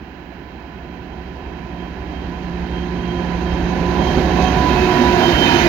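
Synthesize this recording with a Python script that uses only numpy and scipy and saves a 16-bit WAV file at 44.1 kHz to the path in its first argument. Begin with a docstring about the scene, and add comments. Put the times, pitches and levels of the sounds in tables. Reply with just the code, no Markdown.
"""A platform on a snowy line: a two-section diesel locomotive hauls a freight train up and draws level.
Unequal cylinders make the exhaust throb; blower blades hum; generator, gears, turbocharger and cooling
fans whine, each dropping in pitch as it comes abreast. Under them the running gear rumbles, and rough
steel wheels roar, ring and hiss on the rails. The microphone's left port is muffled."""
import sys
import numpy as np
from scipy import signal
from scipy.fft import rfft, irfft, next_fast_len
from scipy.io import wavfile
from scipy.ndimage import map_coordinates

SR = 44100
rng = np.random.default_rng(int(sys.argv[2]) if len(sys.argv) > 2 else 0)


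def bounce(signal):
    """Save signal as a 16-bit WAV file at the path given by the first command-line argument."""
    frames = np.transpose(np.atleast_2d(signal))
    limited = np.clip(frames, -1, 1)
    pcm = np.round(limited * 32767).astype(np.int16)
    wavfile.write(sys.argv[1], SR, pcm)


N = 250488
T = np.arange(N) / SR

TRAIN_M_PER_S, SOUND_M_PER_S, TRACK_DISTANCE_M, SNOW_SPAN_M = 15.5, 343, 8.0, 50
NOSE_ABREAST_S, ENGINE_ABREAST_S = 4.508, 5.75

# Weak exhaust lines. Each row: multiple of the engine cycle, level in dB against the main pair.
EXHAUST_ORDERS = [(7, -17), (8, -17), (9, -15), (10, -19), (12, -19), (20, -20), (23, -22), (24, -21)]
# Noise spectra. Each row: frequency in Hz, relative density in dB.
EXHAUST_GAS_SPECTRUM = [(30, -33), (36, -8), (42, 18.5), (60, 15), (95, 4.5), (130, -42.5)]
RUMBLE_SPECTRUM = [(25, -36), (40, -6.5), (62, -4.5), (85, -4.5), (105, -4), (150, -0.5), (205, -0.8),
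                   (280, 0.5), (370, -2), (420, -6), (500, -27), (700, -72.5)]
ROAR_SPECTRUM = [(330, -27), (470, -2), (600, -2.5), (735, 3.5), (800, -0.5), (900, -1.5), (985, -0.5),
                 (1050, -5), (1200, -17.5), (1600, -76)]
RAIL_RING_SPECTRUM = [(900, -18), (1230, -4.5), (1600, 0.5), (2100, -3), (2800, -6), (3080, -9.5),
                      (3350, -13.5), (4200, -82)]
RAIL_HISS_SPECTRUM = [(2900, -27), (3450, -4), (3900, 0), (5000, -5), (6000, -10), (6700, -10),
                      (7800, -27.5), (9500, -25), (12500, -19), (15500, -20.5)]
PREAMP_SPECTRUM = [(7000, -17), (12500, -24.5), (14500, 1), (15500, 2.5)]
# Swells of single sources. Each row: centre in seconds, length in seconds, peak change in dB.
THROB_SWELLS = [(1.3, .7, 2.5), (2.1, 0.73, 2.5), (2.72, 0.68, 4), (3.55, 0.67, 3), (4.58, 0.13, 3.5),
                (5.1, .26, 11.5), (5.35, 0.18, 13.5)]
BLOWER_SWELLS = [(.95, 0.44, 7.5), (1.82, .4, 7), (2.75, 2.1, 5.5), (4.36, 0.23, 2)]
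GENERATOR_WHINE_SWELLS = [(1.65, 0.4, 4), (3.2, 0.86, 4.5), (3.93, 0.57, 8), (4.24, 0.28, -12),
                          (4.66, 0.28, 8.5), (5.03, 0.37, 6.5), (5.54, 0.22, 12)]
TURBO_WHISTLE_SWELLS = [(1.83, 0.2, 6), (2.18, 0.32, 7), (2.76, .3, 10), (3.12, 0.5, 9.5), (3.52, 0.27, 6),
                        (4.09, .4, 9.5), (4.48, 0.16, 10.5), (4.71, 0.12, 8), (4.93, 0.27, 5),
                        (5.26, .14, 13), (5.42, 0.31, 14.5), (5.56, 0.2, 10)]
TURBO_OCTAVE_SWELLS = [(3.68, 0.28, 5), (4.05, .3, 4), (4.45, .25, 5), (4.68, .15, 5), (5.6, .2, 6)]
# Gear whine swells. Each row: centre in seconds, length in seconds, change in dB of low and high whine.
GEAR_WHINE_SWELLS = [(4.47, 0.4, 9, -5), (4.8, 0.35, 11.5, 4), (5.04, .25, 3, 4), (5.28, .2, 0, 8),
                     (5.5, 0.28, 12, 9), (5.67, 0.13, 8, 0)]
# Fan swells. Each row: centre in seconds, length in seconds, change in dB of low, middle and high tone.
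FAN_TONE_SWELLS = [(4.22, 0.56, 4, 9.5, 5), (4.44, 0.3, 4, 0, 12), (4.8, 0.37, -6, 6, 1.5),
                   (5.0, 0.49, 8, 5.5, 0), (5.29, 0.22, 5.5, 7, -4), (5.47, 0.17, -1, -7, 0),
                   (5.63, .2, 1, 10.5, 8)]
# Surges as bogies pass. Each row: centre in seconds, length in seconds, rise in dB of rumble, roar,
# rail ring and hiss.
BOGIE_SWELLS = [(4.1, 0.49, 0.98, 1.7, 1.6, 2.6), (4.43, 0.1, 0, 0, 0.7, 3.9),
                (5.24, 0.22, 0.83, 1, 0.81, 1.5), (5.6, 0.96, 0.38, 0.63, 2.6, 3.6)]
# Wheel disc modes. Each row: frequency at rest in Hz, width in Hz, level in dB against the rail ring.
WHEEL_DISC_MODES = [(1428, 60, -13.5), (1646, 70, -12), (1895, 64, -30), (3844, 74, -21), (4700, 160, -27),
                    (5700, 87, -43), (6640, 72, -47)]
# Responses of distant air, the muffled port and both ports. Each row: frequency in Hz, gain in dB.
FAR_AIR_RESPONSE = [(4000, 1), (6000, -0.5), (8000, -4.0), (14000, -4.5)]
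LEFT_PORT_RESPONSE = [(60, -3), (250, -6.5), (520, -5.5), (1000, -12.5), (1600, -11.5), (2400, -28.5),
                      (3150, -18), (4200, -32.5), (7000, -34), (12000, -23.5)]
MIC_RESPONSE = [(60, 2.33), (250, 2.61), (1000, 4.43), (3000, 6.08), (12000, 2.26)]


def undb(db):
    """Decibels to gain."""
    return 10 ** (np.asarray(db) / 20)


def unit_rms(x):
    """Scale to rms 1."""
    return x / np.sqrt(np.mean(np.abs(x) ** 2))


def colour(x, response):
    """Filter by (Hz, dB) rows."""
    hz, db = np.transpose(response)
    size = next_fast_len(N + 4096)
    bins_hz = np.maximum(np.fft.rfftfreq(size, 1 / SR), 1)
    gain = undb(np.interp(np.log(bins_hz), np.log(hz), db))
    return irfft(rfft(x, size) * gain, size)[:N]


def noise(spectrum):
    """Coloured noise, rms 1."""
    return unit_rms(colour(rng.standard_normal(N), spectrum))


def wander(rate_hz):
    """Smooth random curve, spread about 1."""
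    knots = rng.standard_normal(4096)
    coarse_s = T[::64]
    curve = map_coordinates(knots, [coarse_s * rate_hz + 8], order=3, mode="wrap")
    return np.interp(T, coarse_s, curve)


def passing(abreast_s):
    """Emission time (gives the Doppler shift) and nearness (1 abreast) of a point on the train."""
    distance_m = np.hypot(TRAIN_M_PER_S * (T - abreast_s), TRACK_DISTANCE_M)
    return T - distance_m / SOUND_M_PER_S, TRACK_DISTANCE_M / distance_m


def tone(hz, clock_s, scatter, fade_hz):
    """A line heard directly and over scattered paths (share 0-1), which make it fade and swell."""
    scattered = (wander(fade_hz) + 1j * wander(fade_hz)) / np.sqrt(2)
    paths = np.sqrt(1 - scatter ** 2) + scatter * scattered
    return np.sqrt(2) * np.real(paths * np.exp(2j * np.pi * (hz * clock_s + rng.random())))


def swells_db(table):
    """Sum of raised-cosine bumps; one curve per dB column."""
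    return sum(np.outer(peaks_db, np.cos(np.pi * np.clip((T - centre_s) / length_s, -.5, .5)) ** 2)
               for centre_s, length_s, *peaks_db in table)


def point_source_db(near, db, snow_db):
    """Level of one machine: falls as 1 / distance, and by snow_db more per SNOW_SPAN_M."""
    beyond_m = TRACK_DISTANCE_M / near - TRACK_DISTANCE_M
    return db + 20 * np.log10(near) - snow_db * beyond_m / SNOW_SPAN_M


def screening_db(at_s, over_s, db):
    """Level change as the locomotive's body moves in front of an outlet."""
    return db * (1 + np.tanh((T - at_s) / over_s)) / 2


def wheel_row_db(db, snow_db, late_s, wagons_db):
    """Level of a row of wheels: power grows with the angle filled, over steady wagons far behind."""
    ahead_m = TRAIN_M_PER_S * (NOSE_ABREAST_S + late_s - T)
    angle_share = np.arctan2(TRACK_DISTANCE_M, ahead_m) / np.pi
    beyond_m = np.hypot(np.maximum(ahead_m, 0), TRACK_DISTANCE_M) - TRACK_DISTANCE_M
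    front = np.sqrt(angle_share) * undb(db - snow_db * beyond_m / SNOW_SPAN_M)
    return 20 * np.log10(np.hypot(front, undb(wagons_db)))


def engine_throb(clock_s):
    """Unequal cylinders give lines at multiples of the engine cycle; the main pair beats near 11 Hz."""
    cycle_hz, first_throb_s = 5.31, .044
    phase = 2 * np.pi * cycle_hz * (clock_s - first_throb_s)
    pair = unit_rms(np.exp(11j * phase) + undb(-2) * np.exp(13j * phase))
    weak_lines = sum(undb(db) * tone(order * cycle_hz, clock_s, scatter=.35, fade_hz=5)
                     for order, db in EXHAUST_ORDERS)
    gas = undb(-21.5) * noise(EXHAUST_GAS_SPECTRUM)
    chugs = np.sqrt(2) * pair.real + np.abs(pair) * (weak_lines + gas)
    return unit_rms(chugs * undb(.8 * wander(11)))  # no two chugs equally strong


def exhaust(throb, near):
    """The throb leaves the stack, which the roof edge hides once the locomotive is close."""
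    (level_db,) = swells_db(THROB_SWELLS)
    level_db += point_source_db(near, db=-12, snow_db=5.5)
    level_db += screening_db(at_s=4.89, over_s=.2, db=-21.5)
    return throb * undb(level_db)


def blower(clock_s, near):
    """Blade tone and two overtones, the upper only from close by; beams forwards, so fades alongside."""
    blade_hz = 168.4
    (level_db,) = swells_db(BLOWER_SWELLS)
    level_db += point_source_db(near, db=-5.5, snow_db=15.5)
    level_db += screening_db(at_s=4.59, over_s=.38, db=-23.5)
    _, overtone_near = passing(abreast_s=4.1)
    hum = tone(blade_hz, clock_s, scatter=.14, fade_hz=14)
    hum += undb(-8) * tone(2 * blade_hz, clock_s, scatter=.28, fade_hz=6.1)
    hum += undb(-14) * overtone_near * tone(3 * blade_hz, clock_s, scatter=.6, fade_hz=12)
    return hum * undb(level_db)


def generator():
    """One whining line, partly screened by the body as it comes abreast."""
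    clock_s, near = passing(abreast_s=5.42)
    (level_db,) = swells_db(GENERATOR_WHINE_SWELLS)
    level_db += point_source_db(near, db=-24.5, snow_db=7)
    level_db += screening_db(at_s=5.29, over_s=.13, db=-8)
    return tone(956, clock_s, scatter=.25, fade_hz=30) * undb(level_db)


def gears():
    """Two gear whines, each swelling and dropping in pitch as it comes abreast."""
    low_db, high_db = swells_db(GEAR_WHINE_SWELLS)
    clock_s, near = passing(abreast_s=5.67)
    low_db += point_source_db(near, db=-38, snow_db=3)
    low = tone(2478, clock_s, scatter=.51, fade_hz=55)
    clock_s, near = passing(abreast_s=5.62)
    high_db += point_source_db(near, db=-42.5, snow_db=15)
    high = tone(3608, clock_s, scatter=.85, fade_hz=45)
    return low * undb(low_db) + high * undb(high_db)


def turbocharger():
    """Whistle and octave, shimmering in moving air; the octave beams forwards."""
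    whistle_hz = 3040
    clock_s, near = passing(abreast_s=5.68)
    (whistle_db,) = swells_db(TURBO_WHISTLE_SWELLS)
    whistle_db += point_source_db(near, db=-35.5, snow_db=4.5)
    whistle = tone(whistle_hz, clock_s, scatter=.4, fade_hz=80)
    (octave_db,) = swells_db(TURBO_OCTAVE_SWELLS)
    octave_db += point_source_db(near, db=-35.5, snow_db=17.5)
    octave_db += screening_db(at_s=4.55, over_s=.23, db=-6)
    octave = tone(2 * whistle_hz, clock_s, scatter=.59, fade_hz=50)
    return whistle * undb(whistle_db) + octave * undb(octave_db)


def cooling_fans():
    """Blades in turbulent air; multiples of the blade rate swell and fade as the side grilles go by."""
    blade_hz = 118.3
    low_db, middle_db, high_db = swells_db(FAN_TONE_SWELLS)
    clock_s, near = passing(abreast_s=5.5)
    low_db += point_source_db(near, db=-24.5, snow_db=10)
    low_db += screening_db(at_s=5.57, over_s=.1, db=-10)
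    low = tone(2 * blade_hz, clock_s, scatter=.37, fade_hz=19)
    clock_s, near = passing(abreast_s=5.2)
    middle_db += point_source_db(near, db=-25, snow_db=12)
    middle = tone(3 * blade_hz, clock_s, scatter=.45, fade_hz=24)
    high_db += point_source_db(near, db=-28, snow_db=9)
    high_db += screening_db(at_s=5.27, over_s=.045, db=-27)
    high = tone(6 * blade_hz, clock_s, scatter=.24, fade_hz=30)
    high += undb(-10.5) * tone(9 * blade_hz, clock_s, scatter=.66, fade_hz=37)
    return low * undb(low_db) + middle * undb(middle_db) + high * undb(high_db)


def rolling(spectrum, db, flutter_db, spread):
    """Rough steel on steel, fluttering as wheels turn; the long train reaches the ports unalike (0-1)."""
    right, independent = noise(spectrum), noise(spectrum)
    left = np.sqrt(1 - spread ** 2) * right + spread * independent
    return np.array([left, right]) * undb(db + flutter_db * wander(25))


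def running_gear_rumble(surge_db, throb):
    """Low rolling noise that swells with each exhaust pulse."""
    level_db = surge_db + wheel_row_db(db=-18.5, snow_db=8.5, late_s=-.5, wagons_db=-42.5)
    return rolling(RUMBLE_SPECTRUM, level_db + .67 * throb, flutter_db=-.24, spread=.37)


def wheel_roar(surge_db):
    """Midrange rolling noise of the wheels."""
    level_db = surge_db + wheel_row_db(db=-22, snow_db=11, late_s=-.13, wagons_db=-45.5)
    return rolling(ROAR_SPECTRUM, level_db, flutter_db=.9, spread=.82)


def rail_and_wheel_ring(surge_db):
    """Rough treads keep the rails ringing in a broad band, the wheel discs in narrow ones."""
    level_db = surge_db + wheel_row_db(db=-24, snow_db=9.5, late_s=.36, wagons_db=-49)
    rails = rolling(RAIL_RING_SPECTRUM, level_db, flutter_db=.56, spread=.97)
    clock_s, _ = passing(abreast_s=5.9)
    discs = sum(undb(db) * tone(hz, clock_s, scatter=.97, fade_hz=width_hz)
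                for hz, width_hz, db in WHEEL_DISC_MODES)
    return rails + discs * undb(level_db)


def rail_hiss(surge_db):
    """Smooth hiss of many wheels; air absorbs its top while the train is far."""
    level_db = surge_db + wheel_row_db(db=-31.5, snow_db=15.5, late_s=.34, wagons_db=-61.5)
    bright = rolling(RAIL_HISS_SPECTRUM, level_db, flutter_db=.35, spread=.95)
    dull = np.array([colour(port, FAR_AIR_RESPONSE) for port in bright])
    _, near = passing(abreast_s=5.27)
    return dull + near * (bright - dull)


def rear_fans():
    """The second section's fans: still approaching at the end, so their pitch stays raised."""
    clock_s, near = passing(abreast_s=6.1)
    low = undb(-19.5) * tone(343, clock_s, scatter=.48, fade_hz=20)
    high = undb(-23.5) * tone(704, clock_s, scatter=1, fade_hz=26)
    return (low + high) * near ** 2


def scene():
    """Mono machines plus stereo wheel noise."""
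    clock_s, near = passing(ENGINE_ABREAST_S)
    throb = engine_throb(clock_s)
    machines = exhaust(throb, near) + blower(clock_s, near) + generator() + gears()
    machines += turbocharger() + cooling_fans() + rear_fans()
    rumble_db, roar_db, ring_db, hiss_db = swells_db(BOGIE_SWELLS)
    wheels = running_gear_rumble(rumble_db, throb) + wheel_roar(roar_db)
    wheels += rail_and_wheel_ring(ring_db) + rail_hiss(hiss_db)
    return machines + wheels


def record(dry):
    """The left port is dull and leads as the engine swings to that side; faint preamp hiss; top cut."""
    _, near = passing(ENGINE_ABREAST_S)
    left_lag_ms = .12 - .37 * near
    left = colour(np.interp(T - left_lag_ms / 1000, T, dry[0]), LEFT_PORT_RESPONSE)
    hiss = undb(-62) * noise(PREAMP_SPECTRUM)
    left = colour(left, MIC_RESPONSE) + undb(-6.5) * hiss
    right = colour(dry[1], MIC_RESPONSE) + hiss
    cutoff_hz = 15900
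    lowpass = signal.ellip(10, .2, 80, cutoff_hz, fs=SR, output="sos")
    return signal.sosfilt(lowpass, np.clip([left, right], -1, 1))


dry = scene()
out = record(dry)
bounce(out)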